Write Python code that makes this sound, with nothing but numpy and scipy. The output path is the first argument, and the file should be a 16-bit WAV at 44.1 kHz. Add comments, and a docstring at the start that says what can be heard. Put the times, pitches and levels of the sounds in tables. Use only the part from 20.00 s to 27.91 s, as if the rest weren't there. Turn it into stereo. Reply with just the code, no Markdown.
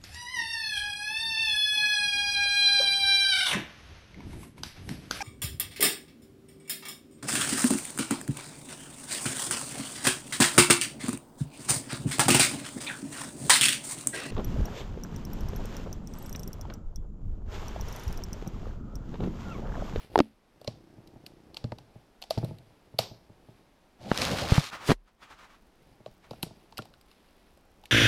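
"""Touches first bump the left microphone port of a phone against which an old metal film camera is held.
Levers tick, a timer purrs as even beats over whirring gears, the body knocks and the shutter snaps: bursts and rings.
Then the camera bumps and slides over the left port as filtered noise, and a finger wipes the right port.
Held clear of the phone, the camera ticks on in ringing clicks and the ports get faint nudges.
Throughout, a small room answers over a soft hiss, and the phone turns its gain down when it gets loud."""
import sys
import numpy as np
from scipy import signal
from scipy.fft import rfft, irfft, next_fast_len
from scipy.io import wavfile
from scipy.ndimage import map_coordinates

SR = 44100
rng = np.random.default_rng(int(sys.argv[2]) if len(sys.argv) > 2 else 0)


def store_pcm(level_fs):
    """Save levels as 16-bit WAV."""
    pcm = np.round(np.clip(level_fs, -1, 1) * 32767).astype(np.int16)
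    wavfile.write(sys.argv[1], SR, np.atleast_2d(pcm).T)


N = 348831

# All levels in the tables stand before the sound is placed left or right.
# snaps of levers, catches and shutter: [t/s, basic level/dB, treble relative to it/dB,
# housing basic level/dB, housing base pitch f/Hz, left minus right/dB]; each sound adds its own trim
CLICKS = [(0.614, -43, -18, -48.5, 600, 3), (0.6455, -38.5, -15.5, -48.5, 573, 2),
          (0.676, -22.5, -33, -34.5, 570, 9), (1.074, -41, -22, -77, 544, -1),
          (1.264, -28, -20, -59, 654, 2), (1.5446, -32, -23, -55, 930, -3), (1.5688, -21, -32, -47, 734, 2),
          (1.6416, -34.5, -38, -42, 840, 0.5), (1.7207, -42, -40, -38.5, 945, 7),
          (1.785, -37, -23.5, -50, 810, -1), (2.2182, -31.5, -20, -51, 730, 0.5),
          (2.2238, -25, -28, -50, 770, -3.5), (2.2381, -32, -27, -49, 760, 2),
          (2.3068, -14.5, -22.5, -25.5, 660, 1), (2.3775, -28, -32, -46, 830, 1),
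          (2.385, -34, -22, -43, 800, 4), (2.4465, -33.5, -14.5, -40.5, 597, 4),
          (2.585, -44, -21, -64, 700, 0), (2.9887, -2.5, -25.5, -21.5, 630, 3.5),
          (6.0612, -36.5, -30.5, -39, 612, 0.5), (6.3093, -30.5, -24.5, -41.5, 580, 3.5),
          (6.3327, -43, -25, -45, 705, 14), (6.4289, -15, -13.5, -40, 816, -0.5),
          (6.7238, -41.5, -33, -48, 890, -3.5), (6.7727, -29, -20, -44, 1900, -7),
          (6.78, -23, -16.5, -44, 775, -3.5), (6.7881, -38, -20, -29.5, 1396, -2.5),
          (6.821, -34.5, -28, -53.5, 530, -4), (6.854, -44, -17, -54, 784, -8),
          (6.9382, -43.5, -28, -52.5, 1510, -3), (7.012, -43, -18, -73, 894, -1.5),
          (7.1142, -42.5, -22, -59, 1200, 4), (7.2863, -54, -23, -75, 785, -4),
          (7.5737, -54, -10, -61, 570, -3), (7.8375, -43, -25.5, -52, 784, -3.5),
          (7.856, -34, -20.5, -47.5, 2200, -9)]
# colour of the brightest part of a snap: [f/Hz, relative level/dB]
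SPARK = [(3000, -27), (6500, -10), (9000, -2), (13000, -1), (16000, -30)]
# colour of a fine bright fizz: [f/Hz, relative level/dB]
FIZZ = [(800, -4.5), (2500, 2.5), (5000, 2.5), (10000, -5), (13000, -11.5), (16000, -21)]
# colour of the soft swish of rubbing: [f/Hz, relative level/dB]
SWISH = [(100, -6), (500, -9.5), (1150, 0), (1900, -6), (3200, -11.5), (6000, -20), (14000, -35.5)]
# colour of gritty slips: [f/Hz, relative level/dB]
GRIT = [(800, -18.5), (2400, -2.5), (4200, -1.5), (5500, -6), (7500, -13), (13000, -20.5), (14500, -27.5),
        (16000, -46)]

LIFT_S = 5.5  # until then the body rests against the left port; after it, it is held in front
PRESSED_PAN_DB = 17  # left minus right while it rests there


def amp(db):
    """Turn decibels into a gain."""
    return 10 ** (np.asarray(db) / 20)


def unit(x):
    """Scale to rms 1."""
    return x / np.sqrt(np.mean(x ** 2) + 1e-20)


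def crest(x):
    """Scale to peak 1."""
    return x / (np.abs(x).max() + 1e-20)


def along(points, hz):
    """Read a curve of (Hz, value) points on a log frequency axis."""
    f, v = np.transpose(points)
    return np.interp(np.log(hz + 1), np.log(f + 1), v)


def wobble(rate):
    """Draw a smooth random curve with the given number of knots a second."""
    knots = rng.standard_normal(int(N * rate / SR) + 4)
    return map_coordinates(knots, [np.arange(N) * rate / SR])


def colour(x, spectrum):
    """Filter x to a spectrum so that nothing sounds ahead of its cause (minimum phase)."""
    m = 2 * next_fast_len(x.shape[-1])
    gain = amp(along(spectrum, np.fft.rfftfreq(m, 1 / SR)))
    cepstrum = irfft(np.log(gain), m)
    # fold the second half onto the first: this makes the filter causal
    cepstrum[1:m // 2] *= 2
    cepstrum[m // 2 + 1:] = 0
    response = np.exp(rfft(cepstrum))
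    return irfft(rfft(x, m) * response, m)[..., :x.shape[-1]]


def noise(spectrum):
    """Make coloured noise of rms 1, unrelated at the two ports."""
    return unit(colour(rng.standard_normal((2, N)), spectrum))


def grains(spectrum, rate, spread_db):
    """Make tiny slips at random moments, rate a second and of uneven size, with rms 1."""
    slips = rng.random((2, N)) < rate / SR
    sizes = amp(spread_db * rng.standard_normal((2, N))) * rng.choice([-1, 1], (2, N))
    return unit(colour(slips * sizes, spectrum))


def ports(pan_db):
    """Give left and right gains with a mean of 1 that differ by pan_db."""
    g = amp([[pan_db / 2], [-pan_db / 2]])
    return g / g.mean()


def add(track, s, sound):
    """Mix a sound into the track at time s."""
    part = track[:, round(s * SR):][:, :sound.shape[-1]]
    part += sound[..., :part.shape[1]]


def age():
    """Count the seconds since a blow, for a third of a second."""
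    return np.arange(SR // 3) / SR


def ring(modes, scatter_db, detune):
    """Sum dying sine tones (Hz, dB, t60 s), struck at slightly new strengths and pitches."""
    t = age()
    out = np.zeros(len(t))
    for k, (hz, db, t60) in enumerate(modes):
        decay = amp(db + scatter_db * rng.normal() - 60 * t / t60)
        pitch_hz = hz * (1 + detune * rng.normal())
        out += (-1) ** k * decay * np.sin(2 * np.pi * pitch_hz * t)
    return out


def burst(spectrum, t60, apart):
    """Imitate the dense modes of small parts by dying noise; each port hears a share of its own."""
    t = age()[:SR // 10]
    raw = rng.standard_normal(len(t)) + apart * rng.standard_normal((2, len(t)))
    return crest(colour(raw * amp(-60 * t / t60), spectrum))


def swell(start, end, rise_db_per_s, fall_db_per_s):
    """Shape a gesture: it rises until start and falls after end; the two overlap if end comes first."""
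    t = np.arange(N) / SR
    before = np.maximum(start - t, 0)
    after = np.maximum(t - end, 0)
    return amp(-rise_db_per_s * before - fall_db_per_s * after)


def lagged(x, lag_s):
    """Follow x sluggishly, with a time constant."""
    keep = np.exp(-1 / (lag_s * SR))
    return signal.lfilter([1 - keep], [1, -keep], x)


def steel_colour(s):
    """Colour of the steel parts: they sound higher through the touching body than through the air."""
    # crack of small steel parts: [f/Hz, relative level/dB]
    steel_curve = [(400, -42), (1200, -19.5), (2200, -10), (2850, -4), (3500, -8), (4400, -5), (5200, -6.5),
                   (6300, -14), (12000, -49)]
    peak_hz = 2780 if s > LIFT_S else 4350
    peak_db, peak_octaves = 4, 0.21
    hz = np.geomspace(400, 16000, 120)
    peak = peak_db * np.exp(-(np.log2(hz / peak_hz) / peak_octaves) ** 2)
    return np.transpose([hz, along(steel_curve, hz) + peak])


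def mechanism():
    """A catch slips, strikes home and rebounds: steel parts crack and the housing rings."""
    # ringing of the housing: [multiple of the housing base pitch, relative level/dB, t60/s]
    housing_modes = [(0.78, -2.5, .016), (0.999, 1.5, 0.029), (1.25, -7.5, 0.03), (1.52, -10, 0.018),
                     (1.9, -14, 0.048), (2.401, -12, 0.015)]
    # song of the released shutter spring: [f/Hz, level/dB, t60/s]
    spring_modes = [(4670, -55.5, .3), (5460, -49.5, .3), (12970, -51, .42)]
    shutter_s, crack_t60_s = 2.989, 0.014
    out = np.zeros((2, N))
    for s, db, treble_db, housing_db, housing_hz, pan_db in CLICKS:
        side = ports(pan_db)
        steel = amp(db) * burst(steel_colour(s), crack_t60_s, apart=0.78)
        spark = amp(db + treble_db + 10) * burst(SPARK, crack_t60_s * 1.3, apart=1)
        modes = [(ratio * housing_hz, level, t60) for ratio, level, t60 in housing_modes]
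        housing = crest(ring(modes, scatter_db=2, detune=.035))
        add(out, s - .0034, amp(-21) * side * (steel + 2 * spark))  # the slip
        add(out, s, side * (steel + spark))  # the strike
        add(out, s + .006, amp(db - 15.5) * burst(FIZZ, crack_t60_s, apart=1))  # the rebound
        add(out, s + 0.00056, amp(housing_db + 9.5) * side * housing)
    add(out, shutter_s, ring(spring_modes, scatter_db=1, detune=0))
    # the sound reaches the left port first, the right one 11 samples later
    return np.array([out[0], np.roll(out[1], 11)])


def escapement():
    """The timer purrs: its anchor beats evenly against the body while the small gears whirr."""
    # run of the slow-speed escapement: [start t/s, end t/s, beats per s]
    timer_run = (0.7065, 1.55, 30.2)
    # thud of the anchor: [f/Hz, relative level/dB, t60/s]
    anchor_modes = [(335, -2, 0.053), (160, -4, 0.041), (736, -20, 0.03)]
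    # whirr of the gears: [f/Hz, relative level/dB]
    gear_curve = [(1800, -37), (2860, 1), (3400, -7), (4400, 1), (5300, 5), (6300, -2), (10000, -12.5),
                  (15000, -29)]
    start, end, rate = timer_run
    out = np.zeros((2, N))
    for s in np.arange(start, end, 1 / rate):
        beat = crest(ring(anchor_modes, scatter_db=1, detune=0.024))
        add(out, s, amp(-47) * ports(24) * beat)
        add(out, s, amp(-65) * burst(gear_curve, t60=0.05, apart=0.78))
    return out


def knocks():
    """The hand-held body thuds: soft contacts weaken its high modes, and its bass needs the phone."""
    # dull knocks: [t/s, peak level/dB, hardness f/Hz above which the modes weaken]
    knock_list = [(0.678, -26.5, 900), (0.981, -41, 300), (1.159, -39, 1200), (1.643, -22, 260),
                  (1.721, -29.5, 1900), (1.956, -39, 300), (2.375, -18.5, 394), (2.428, -27.5, 1100),
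                  (2.434, -20, 199), (2.489, -34, 150), (2.509, -31.5, 400), (2.605, -45, 300),
                  (2.94, -36.5, 301), (2.992, -28.5, 300), (3.113, -37.5, 400), (3.297, -42, 497),
                  (3.486, -40.5, 701), (6.003, -46, 1800), (6.061, -45, 900), (6.077, -43.5, 1500),
                  (6.311, -35.5, 808), (6.337, -44, 900), (6.465, -37, 603), (6.508, -41, 1223),
                  (6.79, -30, 900)]
    # modes of the camera body: [f/Hz, relative level/dB, t60/s]
    body_modes = [(86, -11, 0.06), (120.4, 3.5, 0.083), (170.3, -1.5, 0.06), (220, -0.5, .05),
                  (324.6, -3.5, 0.041), (425, -2.5, 0.03505), (628, -5.5, 0.068), (846, -6.5, 0.046),
                  (1313, -15, .02), (1840, -17, 0.016)]
    free_bass_hz = 132  # held clear of the phone, the body radiates little below this
    out = np.zeros((2, N))
    for s, db, hard_hz in knock_list:
        pan_db, bass_hz = (PRESSED_PAN_DB, 0) if s < LIFT_S else (0, free_bass_hz)
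        modes = []
        for hz, level, t60 in body_modes:
            softness = np.hypot(1, hz / hard_hz)
            bass_loss = np.hypot(1, (bass_hz / hz) ** 2)
            modes.append((hz, level - 20 * np.log10(softness * bass_loss), t60))
        add(out, s, amp(db) * ports(pan_db) * crest(ring(modes, scatter_db=1, detune=0.04)))
    return out


def bumps_and_sharp_snaps():
    """A touch pumps the air over a port, a sharp snap of the mechanism rings high; both add a tick."""
    # touches on the ports (low rings) and, at 1.6416 and 1.7201 s, short snaps of the mechanism (high
    # rings): [t/s, ring peak level/dB, ring f/Hz, ring t60/s, tick relative to ring/dB,
    # tick edge f/Hz above which it weakens, left minus right/dB]
    hit_list = [(0.1573, -5.5, 427, 0.026, -5, 1825, 11.5), (0.1777, -11.5, 393, 0.024, -5.5, 6000, 18.5),
                (0.1894, -6.5, 343, 0.048, -1.5, 9000, 18.5), (0.2028, -3.5, 282.4, .04, -5, 4500, 18),
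                (1.6416, -37, 3500, 0.012, -3, 9000, 6), (1.7201, -41, 2210, .009, 14.5, 3200, -5),
                (4.1155, -12.5, 195, 0.023, 2.5, 1450, 24), (4.496, -27.5, 770, 0.022, 7.5, 1470, 27.5),
                (4.5212, -2, 117, 0.02, -13, 3500, 27.5), (4.5802, -1.5, 144, 0.047, -9, 850, 31),
                (4.891, -7.5, 244, .014, -9, 3000, -35.5), (4.898, -2.5, 201, 0.0062, -12, 3100, -34.5),
                (4.905, -3, 260, 0.011, -5, 3936, -35), (4.917, 0, 267.6, 0.0088, -5.5, 3600, -32.5),
                (6.433, -24.5, 166.4, 0.056, -4.5, 1500, 4)]
    # colour of the tick: [f/Hz, relative level/dB]
    tick_curve = [(200, -15), (900, 3.5), (2000, -9.5), (4500, -10), (8000, -23.5), (15000, -29)]
    out = np.zeros((2, N))
    for s, db, hz, t60, tick_db, edge_hz, pan_db in hit_list:
        # the last mode is a faint, lower and longer ring behind the hit
        modes = [(hz, 0, t60), (hz * 2.1, -7, t60 / 2), (hz * 0.78, -27, t60 * 6)]
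        tone = crest(ring(modes, scatter_db=4, detune=.01))
        softened = [(f, level - 20 * np.log10(1 + (f / edge_hz) ** 2)) for f, level in tick_curve]
        tick = burst(softened, t60=0.011, apart=0.42)
        add(out, s, amp(db) * ports(pan_db) * tone)
        add(out, s, amp(db + tick_db) * ports(pan_db) * tick)
    return out


def rubbing():
    """Leatherette sticks and slips on the left port: more friction, more grit, scratches, swish, rumble."""
    # the camera slides over the port: [t/s, friction level/dB]
    slide_path = [(3.99, -74.8), (4.015, -61.5), (4.09, -52.0), (4.16, -40.5), (4.19, -38.5), (4.225, -32),
                  (4.28, -36.5), (4.35, -39.5), (4.42, -37), (4.47, -42), (4.505, -37), (4.57, -30),
                  (4.62, -34), (4.67, -33), (4.705, -45)]
    # it bears down: [start t/s, end t/s, rumble level at 0 dB of friction/dB]
    press_list = [(4.022, 4.017, -30.5), (4.065, 4.114, -22.5), (4.2, 4.602, -21.5)]
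    # colour of the rumble: [f/Hz, relative level/dB]
    rumble_curve = [(25, -10), (140, 2), (300, -2), (380, -10.5), (520, -3), (800, -7), (1600, -42),
                    (4000, -89.5)]
    land_db_per_s = 384  # how fast the pressure lands and lifts
    press_follows = 0.29  # dB of rumble per dB of friction
    times, levels = np.transpose(slide_path)
    friction = amp(np.interp(np.arange(N) / SR, times, levels, left=-150, right=-150))
    weight = sum(amp(db) * swell(start, end, land_db_per_s, land_db_per_s)
                 for start, end, db in press_list)
    surge = amp(2.5 * wobble(30))  # the pressure of the hand is uneven
    press = weight * friction ** press_follows * surge * noise(rumble_curve)
    skin = amp(-1) * grains(SWISH, rate=2500, spread_db=5) * amp(2.3 * wobble(35))
    grit = grains(GRIT, rate=4000, spread_db=0.5) * amp(1.2 * wobble(180))
    texture = amp(-0.5) * unit(grit)
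    scratches = amp(-5) * grains(GRIT, rate=220, spread_db=4)
    return ports(17) * (press + friction * (skin + texture + scratches))


def snags():
    """The leatherette snags on the rim of the left port: single sharp slips, as bursts of grit."""
    # [t/s, peak level/dB, t60/s]
    snag_list = [(4.1758, -11, 0.006), (4.1865, -23.5, 0.031), (4.218, -16, 0.017), (4.2518, -15, 0.0036),
                 (4.5965, -18, 0.0046)]
    out = np.zeros((2, N))
    for s, db, t60 in snag_list:
        add(out, s, amp(db) * ports(14) * burst(GRIT, t60, apart=0.32))
    return out


def strokes():
    """The camera brushes the left port as it comes away; every stroke swells and fades at the same rates."""
    # light strokes: [start t/s, end t/s, swish level/dB]
    stroke_list = [(4.731, 4.752, -31), (4.815, 4.877, -38), (5.081, 5.082, -54), (5.23, 5.234, -42),
                   (5.308, 5.325, -45), (5.391, 5.449, -50), (5.505, 5.549, -56.5), (6.243, 6.25, -56)]
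    rise_db_per_s, fall_db_per_s, grit_db = 600, 379, -17.5
    touch = sum(amp(db) * swell(start, end, rise_db_per_s, fall_db_per_s)
                for start, end, db in stroke_list)
    return ports(15.5) * touch * (noise(SWISH) + amp(grit_db) * noise(GRIT))


def wipe():
    """A finger fizzes over the rim of the right port, flutters on it and leaves with a low boom."""
    # [finger lands t/s, finger leaves t/s]
    wipe_times = (4.892, 4.922)
    # air trapped under the finger: [f/Hz, relative level/dB]
    flutter_curve = [(25, -34.5), (300, 3.5), (900, -6.5), (1800, -12.5), (4000, -17.5), (9000, -59)]
    # the port is uncovered: [f/Hz, level/dB, t60/s]
    boom_modes = [(35.1, -27.5, 0.31)]
    flutter_db, flutter_db_per_s = -17.5, 1300
    fizz_db, fizz_rise_db_per_s, fizz_fall_db_per_s = -31.5, 597.5, 1001
    fizz_lead_s = 0.016  # skin reaches the rim first
    lands, leaves = wipe_times
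    flutter_gain = swell(lands, leaves, flutter_db_per_s, flutter_db_per_s)
    fizz_gain = swell(lands - fizz_lead_s, leaves, fizz_rise_db_per_s, fizz_fall_db_per_s)
    out = amp(flutter_db) * flutter_gain * noise(flutter_curve)
    out += amp(fizz_db) * fizz_gain * noise(FIZZ)
    add(out, leaves, ring(boom_modes, scatter_db=5, detune=.02))
    return ports(-40) * out


def grip():
    """Fingers creep on the camera: low nudges, mostly at the port it rests on, and a grainy rustle."""
    # the fingers tighten or shift: [start t/s, end t/s, murmur of the body/dB, finger rustle/dB],
    # both levels before the boosts in the last line
    grip_list = [(0, 0.046, -55, -60), (0.135, 0.225, -50, -59.5), (0.582, 1.844, -61, -81),
                 (1.965, 2.009, -63, -67), (2.37, 2.486, -53.5, -61), (2.6, 3.46, -66.5, -78.5),
                 (3.47, 3.582, -65.5, -71.5), (5.83, 5.927, -64.5, -71), (6.316, 6.5, -56.5, -68),
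                 (6.55, 6.85, -62, -74), (7.1, 7.496, -78.5, -72)]
    # colour of the murmur: [f/Hz, relative level/dB]
    murmur_curve = [(25, -3.5), (120, 0.5), (230, -6.5), (330, -4), (450, -7), (800, -11.5), (2000, -49)]
    # colour of the rustle: [f/Hz, relative level/dB]
    rustle_curve = [(800, -9), (2500, -1), (5000, -6), (6500, -19.5), (11000, -11), (16000, -25)]
    rise_db_per_s, fall_db_per_s = 182, 151
    murmur, rustle = np.zeros((2, N)), np.zeros(N)
    for start, end, murmur_db, rustle_db in grip_list:
        effort = swell(start, end, rise_db_per_s, fall_db_per_s)
        side = ports(PRESSED_PAN_DB if start < LIFT_S else 0)
        murmur = np.maximum(murmur, amp(murmur_db) * effort * side)
        rustle = np.maximum(rustle, amp(rustle_db) * effort)
    steady = noise(murmur_curve) * amp(-2.5 + 2.1 * wobble(25))
    nudges = grains(murmur_curve, rate=60, spread_db=3.5)
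    low = murmur * unit(steady + nudges)
    high = rustle * unit(grains(rustle_curve, rate=1400, spread_db=3) * amp(2.8 * wobble(12)))
    return amp(1.5) * low + amp(2.9) * high


def sway():
    """The phone sways in the hand and draughts nudge its ports: faint, sparse low thumps."""
    # [start t/s, end t/s, level/dB]
    sway_span = (5.0, 7.9, -62)
    # colour of the draughts: [f/Hz, relative level/dB]
    draught_curve = [(25, 2.5), (60, -2.5), (110, -11.5), (300, -39.5)]
    start, end, db = sway_span
    return amp(db) * swell(start, end, 200, 40) * grains(draught_curve, rate=30, spread_db=2)


def radiated():
    """Summed over all directions, each snap reaches the walls as smooth filtered pulses."""
    # sound sent out in all directions: [f/Hz, relative level/dB]
    outward_curve = [(200, -9.5), (620, 2.5), (900, -3), (1600, -12), (2300, -5.5), (2900, -5.5),
                     (3600, -4.5), (4700, -4), (5500, -6.5), (6500, -13), (13000, -19.5), (15000, -30.5)]
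    walls_db, walls_spark_db = 3.5, 8
    housing_share = .3  # a snap that shakes the housing carries further into the room
    pulse = signal.unit_impulse(SR // 10)
    crack = colour(pulse, outward_curve)
    crack /= np.linalg.norm(crack)
    spark = colour(pulse, SPARK)
    spark /= np.linalg.norm(spark)
    out = np.zeros((2, N))
    for s, db, treble_db, housing_db, *_ in CLICKS:
        crack_db = db + housing_share * (housing_db - db) + walls_db
        add(out, s, amp(crack_db) * crack)
        add(out, s + 0.0022, amp(db + treble_db + walls_spark_db) * spark)
    return out


def room(x):
    """The room answers with a short tail of noise, different at each port, whose pitches die unequally."""
    # [f/Hz, t60/s]
    room_t60 = [(120, 0.6), (600, 0.41), (2000, 0.23), (5000, .39), (13000, 0.08)]
    hz, t, z = signal.stft(rng.standard_normal((2, SR // 2)), SR, nperseg=256)
    fade = amp(-60 * t / along(room_t60, hz)[:, None])
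    tail = signal.istft(z * fade, SR, nperseg=256)[1]
    tail /= np.linalg.norm(tail[0])
    late = np.pad(x.mean(axis=0), (SR // 200, 0))  # the answer starts 5 ms late
    return signal.fftconvolve(late[None], tail, axes=1)[:, :N]


def hiss():
    """A soft steady hiss: coloured noise, unrelated at the two ports."""
    # [f/Hz, relative level/dB]
    air_curve = [(25, 9), (60, 0), (100, -8), (200, 0.5), (450, -4.5), (800, -7), (1200, -12),
                 (2500, -17.5), (5400, -23), (7000, -28.5), (12000, -29.5), (16000, -41)]
    return amp(-58.5) * noise(air_curve)


def scene():
    """Camera, hands and room together."""
    thuds = knocks()
    echo = room(radiated() + amp(-13) * thuds)
    camera = mechanism() + escapement() + thuds
    touches = rubbing() + snags() + strokes() + wipe() + grip() + sway()
    return camera + bumps_and_sharp_snaps() + touches + echo + hiss()


def auto_gain(x):
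    """Loud moments make the phone turn its gain down; it creeps back at a steady pace."""
    threshold_db, cut_db_per_db = -18.5, 0.68  # where it turns down, and how much per dB over
    sense_s, attack_s, recover_db_per_s = 0.024, 0.054, 14
    level_db = 10 * np.log10(lagged(np.max(x ** 2, axis=0), sense_s) + 1e-12)
    over_db = cut_db_per_db * np.maximum(level_db - threshold_db, 0)
    # hold the largest cut so far, less what has been recovered since
    recovery_db = recover_db_per_s * np.arange(N) / SR
    cut_db = np.maximum.accumulate(over_db + recovery_db) - recovery_db
    return x * amp(-lagged(cut_db, attack_s))


def record(dry):
    """The phone rides its gain, rounds off high peaks, weakens the deepest bass and cuts the top treble."""
    low_hz, top_hz = 22, 15900
    ridden = auto_gain(dry)
    held = ridden / (1 + (ridden / .9) ** 6) ** (1 / 6)  # peaks stay below 0.9
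    m = next_fast_len(N + SR // 2)
    hz = np.fft.rfftfreq(m, 1 / SR)
    bass_block = 1j * hz / (low_hz + 1j * hz)
    return irfft(rfft(held, m) * bass_block * (hz < top_hz), m)[:, :N]


dry = scene()
out = record(dry)
store_pcm(out)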